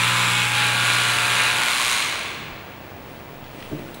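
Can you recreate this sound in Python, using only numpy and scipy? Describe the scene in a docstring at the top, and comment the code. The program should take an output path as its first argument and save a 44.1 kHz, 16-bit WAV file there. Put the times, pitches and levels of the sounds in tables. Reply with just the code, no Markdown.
"""First comes the fast clatter of cordless electric scissors cutting cloth on a table in a bare, ringing room.
The blade clacks at each turn of its stroke, the gears rasp, and the table hums under the tool's shoe.
Lifted off, the tool runs free, is switched off and coasts down. Then cloth rustles, the grip clicks
and the tool is set down with a thump, over room noise and a thin electrical whine."""
import sys
import numpy as np
from scipy import signal
from scipy.fft import rfft, irfft
from scipy.io import wavfile
from scipy.ndimage import uniform_filter1d

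SR = 44100
rng = np.random.default_rng(int(sys.argv[2]) if len(sys.argv) > 2 else 0)


def generate_wav(sig):
    """Save sig (samples, or channels by samples) to the path in sys.argv[1] as 16-bit PCM at SR."""
    pcm = np.round(np.clip(np.atleast_2d(sig).T, -1, 1) * 32767).astype(np.int16)
    wavfile.write(sys.argv[1], SR, pcm)


N = 176400
LEAD_S = 1  # a head start, so the room is already ringing at time 0
T = np.arange(-LEAD_S * SR, N) / SR
M = len(T)

CUT_HZ, FREE_HZ, SPEED_WOBBLE = 59.95, 60.75, .0008  # strokes a second, and how much they waver
TILT_S, TILT_LENGTH_S = .51, .16  # the hand tilts the tool and pushes on
LIFT_S, LIFT_LENGTH_S = 1.56, .22  # the blade leaves the cloth
OFF_S, COAST_S, FRICTION_HZ = 1.93, .52, 26
CLACK_SCATTER_DB, BOUNCE_S, BOUNCE_DB = 1, .0008, -1.5
CASE_T60_S, BLADE_T60_S, TICK_T60_S, THUD_T60_S = .011, .008, .028, .22  # T60: time to fade by 60 dB
CASE_DB, CHATTER_DB, GEAR_DB, KNOCK_DB = -7.5, -2, -10.5, -21
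BLADE_DB, SCRAPE_DB, RUB_DB = -1.5, -4, -9.5
CHATTER_S, SCRAPE_S, THUMP_ATTACK_S = .0008, .0015, .0017
SHELL_HZ, SHELL_WIDTH_HZ, SHELL_DB = 2365, 340, -14  # where the gear housing rings most
CASE_COAST_DB, BLADE_COAST_DB = 22, 37  # level lost when the motor is ten times slower
HUM_WANDER_DB, BUZZ_WANDER_DB, THUD_DB = .68, 2.86, -4
AIR_DB, WHINE_HZ, WHINE_DB, TOP_HZ = -39, 15684, -51.5, 15850

# Hits in one stroke: (place when cutting [0-1], place when free [0-1], strength when cutting [dB],
# strength when free [dB], timing scatter [s])
CONTACTS = [(.05, 0.01, 2, 3, .00014), (.665, .565, -0.5, 0, .00018), (.33, .33, -3.5, -28, .0007)]
# How loud the running tool is: (time [s], casing level [dB], blade level [dB])
TOOL_LEVELS = [(0, -21, -29.5), (.23, -21, -29), (.38, -21, -30), (.51, -25, -31.5), (.6, -20, -30),
               (.77, -23, -31.5), (.86, -21, -29), (1.3, -22.5, -29.5), (1.45, -20.3, -29),
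               (1.53, -22.5, -30.5), (1.75, -22.5, -28.5), (1.9, -22, -27)]
# Tone of the casing at the start of the cut, along it and running free: (frequency [Hz], gain [dB])
CASE_START = [(500, -22), (740, -19), (850, -7.5), (1050, -6.5), (1300, -4.5), (1500, -5), (1950, -6.5),
              (2250, -0.5), (2500, -1), (2850, -2.5), (3400, -2.5), (4100, -5.5), (5000, -25)]
CASE_CUT = [(500, -20.5), (750, -12.5), (860, -9), (1100, -8.5), (1400, -4), (1650, -7.5), (1950, -6),
            (2250, -2), (2550, 0.5), (2850, -2.5), (3300, -4), (4100, -4), (5000, -23.5)]
CASE_FREE = [(500, -19), (680, -10), (850, -6.5), (1100, -0.5), (1280, -5.5), (1500, -4.5), (1900, -5.5),
             (2200, 0.5), (2520, -0.5), (2800, -2), (3400, -2), (4200, -4), (5000, -22)]
# Dull knock of the casing: (frequency [Hz], gain [dB])
KNOCK_TONE = [(180, 0), (450, 0)]
# Tone of the steel blade in the same three stages: (frequency [Hz], gain [dB])
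BLADE_START = [(2650, -35), (4500, -2), (6600, -5), (7450, 2.5), (8200, -5), (9200, -1), (12300, -12.5),
               (15000, -18)]
BLADE_CUT = [(2650, -27), (4500, -4.5), (5480, -10), (6180, -6.5), (7010, -7), (7520, -6), (8360, -8.5),
             (9580, -5), (10400, -7.5), (11300, -13), (15000, -23.5)]
BLADE_FREE = [(2650, -18), (4500, 1), (5450, -3), (6730, 0), (7990, -2.5), (9020, 0.5), (10900, -5),
              (15000, -17)]
# How hard the shoe shakes the table: (time [s], hum level [dB], buzz level [dB])
SHOE_LEVELS = [(0, -30, -24.5), (.3, -29.5, -22.5), (.5, -33, -25.5), (.65, -32, -26.5), (1.0, -33, -24.5),
               (1.42, -39, -24), (1.6, -43, -27), (1.72, -74, -33), (1.93, -65, -60), (2.15, -85, -46)]
# Table hum at 1 to 5 times the stroke rate: (relative level [dB])
HUM_DB = [-28, 3.5, -4, -25, -17.5]
# Tones in the buzz: (frequency [times the stroke rate])
BUZZ_MULTIPLES = [7, 8, 9, 10, 12, 14, 15, 16, 17, 19, 20, 21, 22, 23, 24, 25, 26, 27, 28, 29, 30, 31, 37,
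                  39, 40, 42, 49]
# Those tones at the start of the cut and after it: (relative level [dB])
BUZZ_START_DB = [-23, -29, -13, -37, -11.5, -8, -7, -8, -1, -6.5, 1, -11, 2.5, -14, 0, -15, -2, -4.5, -12,
                 -21, -20, -2, 2, -0.5, -10.5, 3, -30]
BUZZ_CUT_DB = [-15.5, -19, -8, -16, -9.5, 0, -2, -9, -5.5, -0.5, -28, -1.5, -10, 3.5, 3, -25, -1, 3, -7,
               -23, -1.5, -10, -5, -7.5, -2, -3, -1.5]
# The tool lands on the table: (time [s], strength [dB])
THUMPS = [(3.715, -31.5), (3.724, -30.5), (3.789, -39)]
# Notes of the struck table: (frequency [Hz], relative level [dB], T60 [s])
TABLE_NOTES = [(126, -4, .15), (146, 3, 0.2), (220, 3, 0.058), (294, 3.5, 0.098), (347, 1, 0.17),
               (426, -6, .1), (553, -6, 0.077), (624, -7, .1)]
# Dull noise in each thump: (frequency [Hz], gain [dB])
THUD_TONE = [(110, -3), (300, -2), (600, -11), (800, -17)]
# Clicks of the handled tool: (time [s], level [dB], centre [Hz], reach to each side [octaves])
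TICKS = [(2.351, -32, 2500, 0.48), (2.72, -38, 2300, 0.52), (2.838, -46, 2300, 0.54),
         (3.442, -38, 2500, 0.56), (3.464, -42, 2480, .6), (3.603, -37, 2500, .6), (3.625, -31, 2220, 0.5),
         (3.943, -41, 3900, 0.22), (3.945, -38, 8500, 0.62)]
# A hand slides on cloth: (peak time [s], time to swell or fade [s], level [dB])
RUSTLES = [(3.13, .1, -54), (3.642, 0.16, -47.5), (3.898, 0.11, -53)]
# Tone of the rustle: (frequency [Hz], gain [dB])
CLOTH_TONE = [(200, 8), (700, -1), (1500, -13), (2700, -1), (5000, -12), (7500, -14.5), (9700, -11.5),
              (14000, -32)]
# How long the room rings: (frequency [Hz], T60 [s])
ROOM_T60 = [(100, 0.6), (500, 1.38), (1400, 1.93), (2400, 1.54), (3700, 1.16), (5000, 1.27), (9700, 0.8),
            (16000, 0.25)]
# Tone of the room noise: (frequency [Hz], gain [dB])
AIR_TONE = [(25, -19), (48, -8), (62, -14), (90, -3), (140, -4), (180, -7), (280, -6), (400, -9.5),
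            (540, -8), (900, -11), (1300, -15.5), (2500, -18.5), (5270, -32.5), (14500, -45)]


def scissors(load, stroke_hz, strokes):
    """The same clacks shake the casing and the blade; both grow quieter as the motor slows."""
    hits, speed = clacks(load, strokes), stroke_hz / FREE_HZ
    case = casing(hits, load, speed) * speed ** (CASE_COAST_DB / 20)
    steel = blade(hits, load, speed) * speed ** (BLADE_COAST_DB / 20)
    case = follow(room(case, wet_db=.5), TOOL_LEVELS, column=1)
    steel = follow(room(steel, wet_db=-2), TOOL_LEVELS, column=2)
    return case + steel


def motor():
    """The motor speeds up a little out of the cloth; once it is off, friction brakes it."""
    load = np.clip(.5 - (T - LIFT_S) / LIFT_LENGTH_S, 0, 1)  # 1 cutting, 0 free
    driven_hz = (FREE_HZ + (CUT_HZ - FREE_HZ) * load) * (1 + SPEED_WOBBLE * wander(12))
    coast = np.exp(-np.maximum(T - OFF_S, 0) / COAST_S)
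    stroke_hz = np.maximum((driven_hz + FRICTION_HZ) * coast - FRICTION_HZ, 0)
    strokes = np.cumsum(stroke_hz) / SR
    return load, stroke_hz, strokes - strokes[LEAD_S * SR]


def clacks(load, strokes):
    """The blade hits at both ends of its stroke and bites the cloth between; each hit bounces once."""
    hits = np.zeros(M)
    for cut, free, cut_db, free_db, scatter in CONTACTS:
        hit_count = np.floor(strokes - free - (cut - free) * load)
        at = np.flatnonzero(np.diff(hit_count) > 0)
        late, strong, rebound = rng.standard_normal(size=(400, 3))[:len(at)].T
        force = undb(free_db + (cut_db - free_db) * load[at] + CLACK_SCATTER_DB * strong)
        first = at + SR * scatter * late
        bounce = first + SR * BOUNCE_S * np.exp(.5 * rebound)
        np.add.at(hits, np.clip(first, 0, M - 1).astype(int), force)
        np.add.at(hits, np.clip(bounce, 0, M - 1).astype(int), force * undb(BOUNCE_DB))
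    return hits


def casing(hits, load, speed):
    """Each clack rings the casing and sets loose parts chattering, while the gears rasp."""
    after_hit = signal.lfilter([1], [1, -np.exp(-1 / (CHATTER_S * SR))], hits)
    ringing = undb(CASE_DB) * unit_running(ring(hits, CASE_T60_S))
    chatter = undb(CHATTER_DB) * unit_running(after_hit * noise())
    gears = undb(GEAR_DB) * noise() * np.sqrt(speed)
    shake = ringing + chatter + gears
    knock = undb(KNOCK_DB) * unit_running(colour(shake, KNOCK_TONE))
    case = held_tone(shake, load, (CASE_START, CASE_CUT, CASE_FREE)) + knock
    shell = signal.iirpeak(SHELL_HZ, SHELL_HZ / SHELL_WIDTH_HZ, fs=SR)
    return case + undb(SHELL_DB) * signal.lfilter(*shell, case)


def blade(hits, load, speed):
    """The steel rings, its edges scrape around each clack, and it rubs as long as it moves."""
    swell = np.exp(-2 * abs(np.arange(-SR // 100, SR // 100)) / (SCRAPE_S * SR))
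    around_hit = signal.fftconvolve(hits, swell, "same")
    ringing = undb(BLADE_DB) * unit_running(ring(hits, BLADE_T60_S))
    scrape = undb(SCRAPE_DB) * unit_running(around_hit * noise())
    rub = undb(RUB_DB) * noise() * np.sqrt(speed)
    return held_tone(ringing + scrape + rub, load, (BLADE_START, BLADE_CUT, BLADE_FREE))


def ring(hits, t60):
    """Each hit wakes a crowd of notes that die quickly."""
    t = np.arange(SR // 10) / SR
    response = rfft(noise(len(t)) * fade(t, t60))
    response /= np.sqrt(uniform_filter1d(abs(response) ** 2, size=50))  # even out bass and treble
    return signal.fftconvolve(hits, irfft(response))[:M]


def stages(load):
    """Shares of the three ways the tool is held: starting the cut, along the cut, free."""
    along = np.clip(.5 + (T - TILT_S) / TILT_LENGTH_S, 0, 1)
    return load * (1 - along), load * along, 1 - load


def held_tone(x, load, tones):
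    """The tone changes with the way the tool is held."""
    return sum(share * unit_running(colour(x, tone)) for share, tone in zip(stages(load), tones))


def table_buzz(load, strokes):
    """The shoe shakes the table at multiples of the stroke rate; the tones waver as it slides."""
    def tone(multiple, db):
        return undb(db) * np.sin(2 * np.pi * (multiple * strokes + rng.random()))

    start = stages(load)[0]
    hum = sum(tone(k, db + HUM_WANDER_DB * wander(2.8)) for k, db in enumerate(HUM_DB, 1))
    buzz = sum(tone(k, start * start_db + (1 - start) * cut_db + BUZZ_WANDER_DB * wander(3.925))
               for k, start_db, cut_db in zip(BUZZ_MULTIPLES, BUZZ_START_DB, BUZZ_CUT_DB))
    return follow(hum, SHOE_LEVELS, column=1) + follow(buzz, SHOE_LEVELS, column=2)


def thumps():
    """The tool lands, and the table answers with low notes and a dull thud."""
    out = np.zeros(M)
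    rumble = unit(colour(noise(), THUD_TONE))
    for when, db in THUMPS:
        t = T[T >= when] - when
        notes = sum(undb(note_db) * np.sin(2 * np.pi * (hz * t + rng.random())) * fade(t, t60)
                    for hz, note_db, t60 in TABLE_NOTES)
        thud = undb(THUD_DB) * rumble[:len(t)] * fade(t, THUD_T60_S)
        attack = 1 - np.exp(-t / THUMP_ATTACK_S)
        out[T >= when] += undb(db) * attack * (notes + thud)
    return out


def grip_clicks():
    """The tool clicks in the hand: tiny bursts of noise that fade fast."""
    out = np.zeros(M)
    t = np.arange(SR // 20) / SR
    for when, db, hz, octaves in TICKS:
        edges_hz = [hz / 2 ** octaves, min(hz * 2 ** octaves, TOP_HZ)]
        band = signal.butter(2, edges_hz, "band", fs=SR, output="sos")
        click = undb(db) * unit(signal.sosfilt(band, noise(len(t)))) * fade(t, TICK_T60_S)
        at = np.searchsorted(T, when)
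        out[at:at + len(t)] += click[:M - at]
    return out


def cloth_rustle():
    """A hand slides on cloth, making soft, slightly uneven swells of noise."""
    slide = sum(undb(db) * np.exp(-((T - when) / width) ** 2) for when, width, db in RUSTLES)
    return slide * undb(wander(90)) * unit(colour(noise(), CLOTH_TONE))


def room(x, wet_db):
    """The bare walls add a wash of echoes at wet_db; the highest treble dies first."""
    t = np.arange(SR * 3 // 2) / SR
    band_hz, band_t60 = np.array(ROOM_T60).T
    spectrum, hz = rfft(noise(len(t))), np.fft.rfftfreq(len(t), 1 / SR) + 1
    tail = np.zeros(len(t))
    for pick, t60 in zip(np.eye(len(band_hz)), band_t60):
        band = np.interp(np.log(hz), np.log(band_hz), pick)
        tail += irfft(spectrum * band) * fade(t - .004, t60)  # echoes start 4 ms late
    return x + undb(wet_db) * signal.fftconvolve(x, tail / np.linalg.norm(tail))[:M]


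def background():
    """Steady room noise and a thin electrical whine."""
    air = undb(AIR_DB) * unit(colour(noise(), AIR_TONE))
    whine = undb(WHINE_DB) * unit(np.sin(2 * np.pi * WHINE_HZ * T))
    return air + whine


def noise(samples=M):
    """Plain white hiss."""
    return rng.standard_normal(samples)


def undb(db):
    """Turn decibels into a gain."""
    return np.exp(np.asarray(db) * (np.log(10) / 20))


def unit(x):
    """Scale to an average power of 1."""
    return x / np.sqrt(np.mean(x ** 2))


def unit_running(x):
    """Scale to an average power of 1 while the motor is on."""
    return x / np.sqrt(np.mean(x[T < OFF_S] ** 2))


def follow(x, levels, column):
    """Make the loudness of x follow one column of a table over time."""
    rows = np.array(levels)
    return unit_running(x) * undb(np.interp(T, rows[:, 0], rows[:, column]))


def wander(rate_hz):
    """A smooth random drift, about 1 in size."""
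    step = int(SR / rate_hz)
    return 1.2 * uniform_filter1d(np.repeat(noise(M // step + 1), step), step)[:M]


def colour(x, points, skirt_db=24):
    """Shape the tone by a table; beyond its ends, drop skirt_db an octave for two octaves."""
    size = 8192
    octave = np.log2(np.maximum(np.fft.rfftfreq(size, 1 / SR), 1))
    hz, db = np.array(points).T
    outside = abs(octave - np.clip(octave, np.log2(hz[0]), np.log2(hz[-1])))
    gain = undb(np.interp(octave, np.log2(hz), db) - skirt_db * np.minimum(outside, 2))
    # these steps make the filter ring only after a hit, never before it
    cepstrum = irfft(np.log(gain))
    cepstrum[1:size // 2] *= 2
    cepstrum[size // 2 + 1:] = 0
    return signal.oaconvolve(x, irfft(np.exp(rfft(cepstrum))))[:M]


def fade(t, t60):
    """Start at t = 0 and die away by 60 dB every t60 seconds."""
    return (t >= 0) * np.exp(-np.log(1000) * np.maximum(t, 0) / t60)


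def scene():
    """Add up all the sounds; the tool is already running when the scene opens."""
    load, stroke_hz, strokes = motor()
    tool = scissors(load, stroke_hz, strokes) + table_buzz(load, strokes)
    handling = room(thumps() + grip_clicks() + cloth_rustle(), wet_db=-3)
    return (tool + handling + background())[None, -N:]


def record(dry):
    """Cut away the treble above TOP_HZ."""
    return signal.sosfilt(signal.ellip(10, .1, 90, TOP_HZ, fs=SR, output="sos"), dry)


dry = scene()
out = record(dry)
generate_wav(out)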